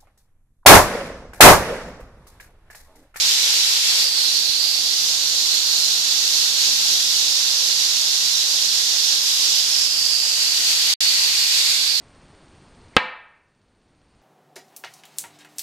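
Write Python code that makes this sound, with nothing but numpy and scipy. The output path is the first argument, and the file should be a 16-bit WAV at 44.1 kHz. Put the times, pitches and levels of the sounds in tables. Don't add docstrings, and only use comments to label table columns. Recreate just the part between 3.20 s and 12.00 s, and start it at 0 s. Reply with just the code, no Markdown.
import sys
import numpy as np
from scipy import signal
from scipy.fft import rfft, irfft, next_fast_len
from scipy.io import wavfile
from scipy.ndimage import uniform_filter1d, map_coordinates

SR = 44100
rng = np.random.default_rng(int(sys.argv[2]) if len(sys.argv) > 2 else 0)


def nominal_scale(level):
    x = np.asarray(level, float) / 20
    return 10 ** x


def waveform_to_disk(signal):
    frames = np.transpose(np.atleast_2d(signal))
    scaled = np.clip(frames, -1, 1) * 32767
    samples = np.round(scaled).astype(np.int16)
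    wavfile.write(sys.argv[1], SR, samples)


N = 388063
TIME = np.arange(N) / SR
TURN_S = .25

# f/Hz, level/dB rms
HUM = (150, -64.5)
# t/s, level/dB, length/s
PUFFS = [
    (3.85, -60, .3),
    (5.7, -61, .2),
    (6.6, -54.5, .22),
    (7.15, -61, .1),
]
# t/s, level/dB, length/s
BUMP = (1.2952, -26, .0017)
# t/s, lapel level/dB, far level/dB
KNOCK = (3.474, -46, -48)
# f/Hz, level/dB, t60/s
SHELL_MODES = [
    (214, 3, 2.6),
    (275, -3, .25),
    (560, 4, .15),
    (760, 1, .15),
    (1050, 3, .06),
]
# t/s, level/dB
FAR_GAIN = [(0, 2), (.35, 2.8), (.75, 2.3), (.9, -.6), (1.4, -3), (1.8, -1.3), (2.3, -1.5), (2.6, -.3),
            (3.1, -1.2), (3.7, .8), (4.2, -.7), (5.9, -1.3), (6.1, .1), (6.9, -2), (7.5, 1.9), (8.3, 2),
            (8.55, .7), (8.7, -1.8)]
# f/Hz, level/dB per Hz
FAR_SPECTRUM = [(40, -27), (220, -29.5), (550, -21.5), (1500, -15.5), (2200, -11.3), (2800, -4),
                (4000, -2.5), (5000, 1), (6500, -3), (8400, -13), (10150, -16.5), (10500, -11.5),
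                (11800, -9.5), (14000, -22)]
# t/s, lag/s, direct share/0-1
WALK = [
    (0, .0057, .3),
    (7.3, .0056, .3),
    (7.7, .005, .25),
    (8.1, .004, .1),
    (8.8, .003, .05),
]
# lag/s, signed gain
FAR_ECHOES = [
    (.00109, .09),
    (.00163, -.08),
    (.002955, -.13),
    (.003755, .16),
]
# lag/s, signed gain
FIRST_ECHOES = [
    (.00221, .15),
    (.00202, .05),
]
# lag/s, signed gain
LAPEL_ECHOES = [
    (.00109, .06),
    (.00163, .06),
    (.002085, .14),
    (.0022, -.07),
]
# t/s, chest opened to the jet/0-1, body cupped round the lapel/0-1,
# ridge f/Hz, shading edge f/Hz
POSE = [(.08, 1.05, .25, 4130, 6150), (.71, .94, 0, 4450, 5890), (.84, .62, .75, 4800, 5160),
        (1.1, .26, .5, 4250, 5850), (1.45, .14, 1, 4560, 5950), (1.82, .03, .1, 4600, 6090),
        (1.97, -.25, .47, 4380, 6520), (2.61, -.19, .44, 4300, 6400), (3.08, -.28, .4, 4430, 6310),
        (3.91, .02, -.2, 4000, 6250), (5.88, .16, -.08, 5130, 6200), (6.52, .38, .55, 5100, 6320),
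        (6.8, -.02, .9, 4860, 7090), (7.08, .39, .8, 4700, 7530), (7.61, .95, .6, 4520, 6350),
        (8.04, 1.13, .9, 4500, 6000), (8.48, 1.14, .21, 4650, 4660), (8.72, .75, .85, 4500, 5150)]
# from t/s, to t/s, echo left/0-1
TURNS = [
    (.78, 1.95, .15),
    (6.45, 7.4, .35),
    (8.4, 9.5, .2),
]
# f/Hz, level/dB per Hz
ROAR = [(25, -41), (60, -30), (150, -26), (520, -20.8), (850, -22.3), (1200, -23), (1550, -21.5),
        (2000, -25), (4000, -35), (13000, -60)]
# t/s, level/dB, length/s
ARM_SHADE = [
    (1.4, -6.5, .42),
    (8.9, -2.2, .9),
    (5.2, 1.1, 1.3),
]
# t/s, length/s, level/dB, centre f/Hz, drift/Hz per s
BAND_DIPS = [
    (.35, .55, -4.5, 12300, 0),
    (6.1, .6, 4, 13300, 0),
    (6.75, .1, -3, 6600, 0),
    (7.0, .3, -5.5, 3600, -700),
]
# t/s, level/dB, length/s
STUTTERS = [
    (6.6, 1.5, .06),
    (6.686, -2.5, .008),
]
# from t/s, share of moments/0-1
TOP_OPEN = [(0, .6), (1.5, .8), (1.8, .15), (3.1, .25), (5.5, .58), (6.5, .3), (7.0, .6), (7.4, .8),
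            (7.9, .42), (8.4, .3)]
# start t/s, end t/s, level of a faint fading hiss/dB, its length/s
DROPOUT = (7.7385, 7.8052, -25, .02)


def unit(x):
    return x / np.sqrt(np.mean(x ** 2) + 1e-20)


def along(points, hz):
    f, v = np.transpose(points)
    return np.interp(np.log(hz + 1), np.log(f + 1), v)


def curves(rows, t):
    s, *cols = np.transpose(rows)
    return [np.interp(t, s, c) for c in cols]


def swell(t, s, length):
    return np.exp(-((t - s) / length) ** 2)


def wobble(rate):
    knots = rng.standard_normal(int(N * rate / SR) + 4)
    return map_coordinates(knots, [TIME * rate])


def filtered(x, response):
    m = next_fast_len(N + SR // 2)
    hz = np.fft.rfftfreq(m, 1 / SR)
    return irfft(rfft(x, m) * response(hz), m)[..., :N]


def heard(x, echoes):
    def comb(hz):
        return 1 + sum(gain * np.exp(-2j * np.pi * hz * lag) for lag, gain in echoes)
    return filtered(x, comb)


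def shaded(x, gain_db, patchy_db):
    hz, t, z = signal.stft(x, SR, nperseg=512)
    eddies = uniform_filter1d(rng.standard_normal(z.shape), size=7, axis=0)
    eddies = uniform_filter1d(eddies, size=12, axis=1)
    z = z * nominal_scale(gain_db(hz, t) + patchy_db * unit(eddies))
    return signal.istft(z, SR, nperseg=512)[1][:N]


def hum():
    hz, db = HUM
    level = nominal_scale(db + 3.5 + .8 * wobble(3))
    return level * np.sin(2 * np.pi * hz * TIME + .8 * wobble(4)) * [[1], [0]]


def puffs():
    noise = rng.standard_normal(N)
    rumble = unit(filtered(noise, lambda hz: 1 / (1 + ((hz - 52) / 18) ** 2)))
    level = sum(nominal_scale(db) * swell(TIME, s, length) for s, db, length in PUFFS)
    return level * rumble * [[0], [1]]


def bump():
    s, db, length = BUMP
    u = np.maximum(TIME - s, 0) / length
    return nominal_scale(db) * u * np.exp(-u) * (2.4 - u) * [[0], [1]]


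def knock():
    s, lapel_db, far_db = KNOCK
    t = np.maximum(TIME - s, 0)
    low, *upper = [nominal_scale(db - 60 * t / t60) * np.sin(2 * np.pi * hz * t) for hz, db, t60 in SHELL_MODES]
    low = low * (1 - np.exp(-t / .04))
    return np.array([nominal_scale(far_db) * sum(upper), nominal_scale(lapel_db) * (low + sum(upper))])


def facing():
    strength = .75 + .4 * curves(POSE, TIME)[0]
    for start, end, left in TURNS:
        away = np.clip(np.minimum(TIME - start, end - TIME) / TURN_S + .5, 0, 1)
        strength = strength + away * (left - strength)
    return strength


def far_colour(hz, t):
    hunt_db = .15 * np.interp(t, TIME, wobble(4))
    spectrum_db = along(FAR_SPECTRUM, hz) - 4.5 * np.maximum(hz - 14000, 0) / 1000
    return spectrum_db[:, None] + curves(FAR_GAIN, t)[0] + hunt_db


def lapel_roar(f, t):
    sag_db = .65 * np.maximum(t - 4.2, 0)
    shade_db = sum(db * swell(t, s, length) for s, db, length in ARM_SHADE)
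    return nominal_scale(2 * (along(ROAR, f) + .7 - sag_db + shade_db / (1 + (900 / f) ** 4)))


def band_dips(f, t):
    total_db = 0
    for s, length, db, centre_hz, drift in BAND_DIPS:
        off_hz = f - centre_hz - drift * (t - s)
        total_db = total_db + db * swell(t, s, length) * np.exp(-(off_hz / (.075 * centre_hz)) ** 2)
    return total_db


def lapel_colour(hz, t):
    f = hz[:, None] + 1
    opened, cupped, ridge_hz, high_hz = curves(POSE, t)
    lowered = (6200 - high_hz) / 1000

    def hump(db, centre_hz, width_hz):
        return nominal_scale(2 * db) / (1 + ((f - centre_hz) / width_hz) ** 2) ** 2

    band_db = .05 - 6.6 * cupped * abs(cupped) - .7 * opened + 2.8 * lowered
    low_hz = 3500 - 260 * opened - 85 * cupped + 295 * lowered
    band = nominal_scale(2 * band_db) / (1 + (low_hz / f) ** 17.8) / (1 + (f / high_hz) ** 14.9)
    chest = hump(-18.9 + 11.3 * opened, 2480, 630) * f / (f + 900)
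    ridge = hump(-3.9 + 11 * cupped, ridge_hz, 540 - 140 * cupped)
    shoulder_rise = 10.5 * opened + 3.6 * lowered
    shoulder_hz = np.maximum(10050 - 250 * shoulder_rise, 6850)
    shoulder = hump(-25.6 + shoulder_rise, shoulder_hz, 1750) / (1 + (4000 / f) ** 4)
    fizz = hump(-30.5 - 9 * opened, 12900, 1500)
    power = lapel_roar(f, t) + band + chest + ridge + shoulder + fizz
    return band_dips(f, t) + 10 * np.log10(power / (1 + (f / 14000) ** 14))


def jet():
    near, other = rng.standard_normal((2, N))
    lag, share = curves(WALK, TIME)
    share = np.clip(share, 0, .9)
    late = near[np.clip(np.arange(N) - np.round(lag * SR).astype(int), 0, N - 1)]
    mixed = share * late + np.sqrt(1 - share ** 2) * other
    far = shaded(heard(mixed, FAR_ECHOES), far_colour, patchy_db=.65)
    before_turn = TIME < TURNS[0][0] + TURN_S
    echoed = np.where(before_turn, heard(near, FIRST_ECHOES), heard(near, LAPEL_ECHOES))
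    lapel = shaded(near + facing() * (echoed - near), lapel_colour, patchy_db=.75)
    flutter_db = .15 * wobble(5) + .5 * wobble(16)
    flutter_db = flutter_db + sum(db * swell(TIME, s, length) for s, db, length in STUTTERS)
    return nominal_scale(flutter_db) * np.array([nominal_scale(-20.2) * unit(far), nominal_scale(-15.55) * unit(lapel)])


def scene():
    return hum() + puffs() + bump() + knock() + jet()


def joined(x):
    bands, bins = 20, 32
    hz, t, z = signal.stft(x, SR, nperseg=2048)
    first = np.searchsorted(hz, 6890)
    last = first + bands * bins
    top = z[:, first:last].reshape(2, bands, bins, -1)

    def size(v):
        return np.sqrt(np.sum(abs(v) ** 2, axis=-2, keepdims=True)) + 1e-12

    both = top[0] + top[1]
    z[:, first:last] = (both / size(both) * size(top)).reshape(2, bands * bins, -1)
    return signal.istft(z, SR, nperseg=2048)[1][:, :N]


def flickering_top(x):
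    edge = 14470
    hz, t, z = signal.stft(x, SR, window='cosine', nperseg=2048)
    luck, ragged = rng.random((2, len(t)))
    since, share = np.transpose(TOP_OPEN)
    spare = share[np.searchsorted(since, t, 'right') - 1] - luck
    edge_hz = np.where(spare > 0, edge + 700 + 3000 * spare, edge - 200 + 500 * ragged)
    return signal.istft(z * (hz[:, None] < edge_hz), SR, window='cosine', nperseg=2048)[1][:, :N]


def dropout(x):
    start, end, hiss_db, length = DROPOUT
    lost = (TIME > start) & (TIME < end)
    fade = np.cos(np.pi / 2 * np.clip((TIME - start) / length, 0, 1))
    hiss = filtered(x, lambda hz: (hz > 1800) & (hz < 4700))
    return np.where(lost, nominal_scale(hiss_db + 5) * fade * hiss, x)


def band_limit(x):
    return signal.sosfilt(signal.butter(12, 15730, fs=SR, output="sos"), x)


def record(dry):
    mix = dropout(flickering_top(joined(dry)))
    return band_limit(mix)


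dry = scene()
out = record(dry)
waveform_to_disk(out)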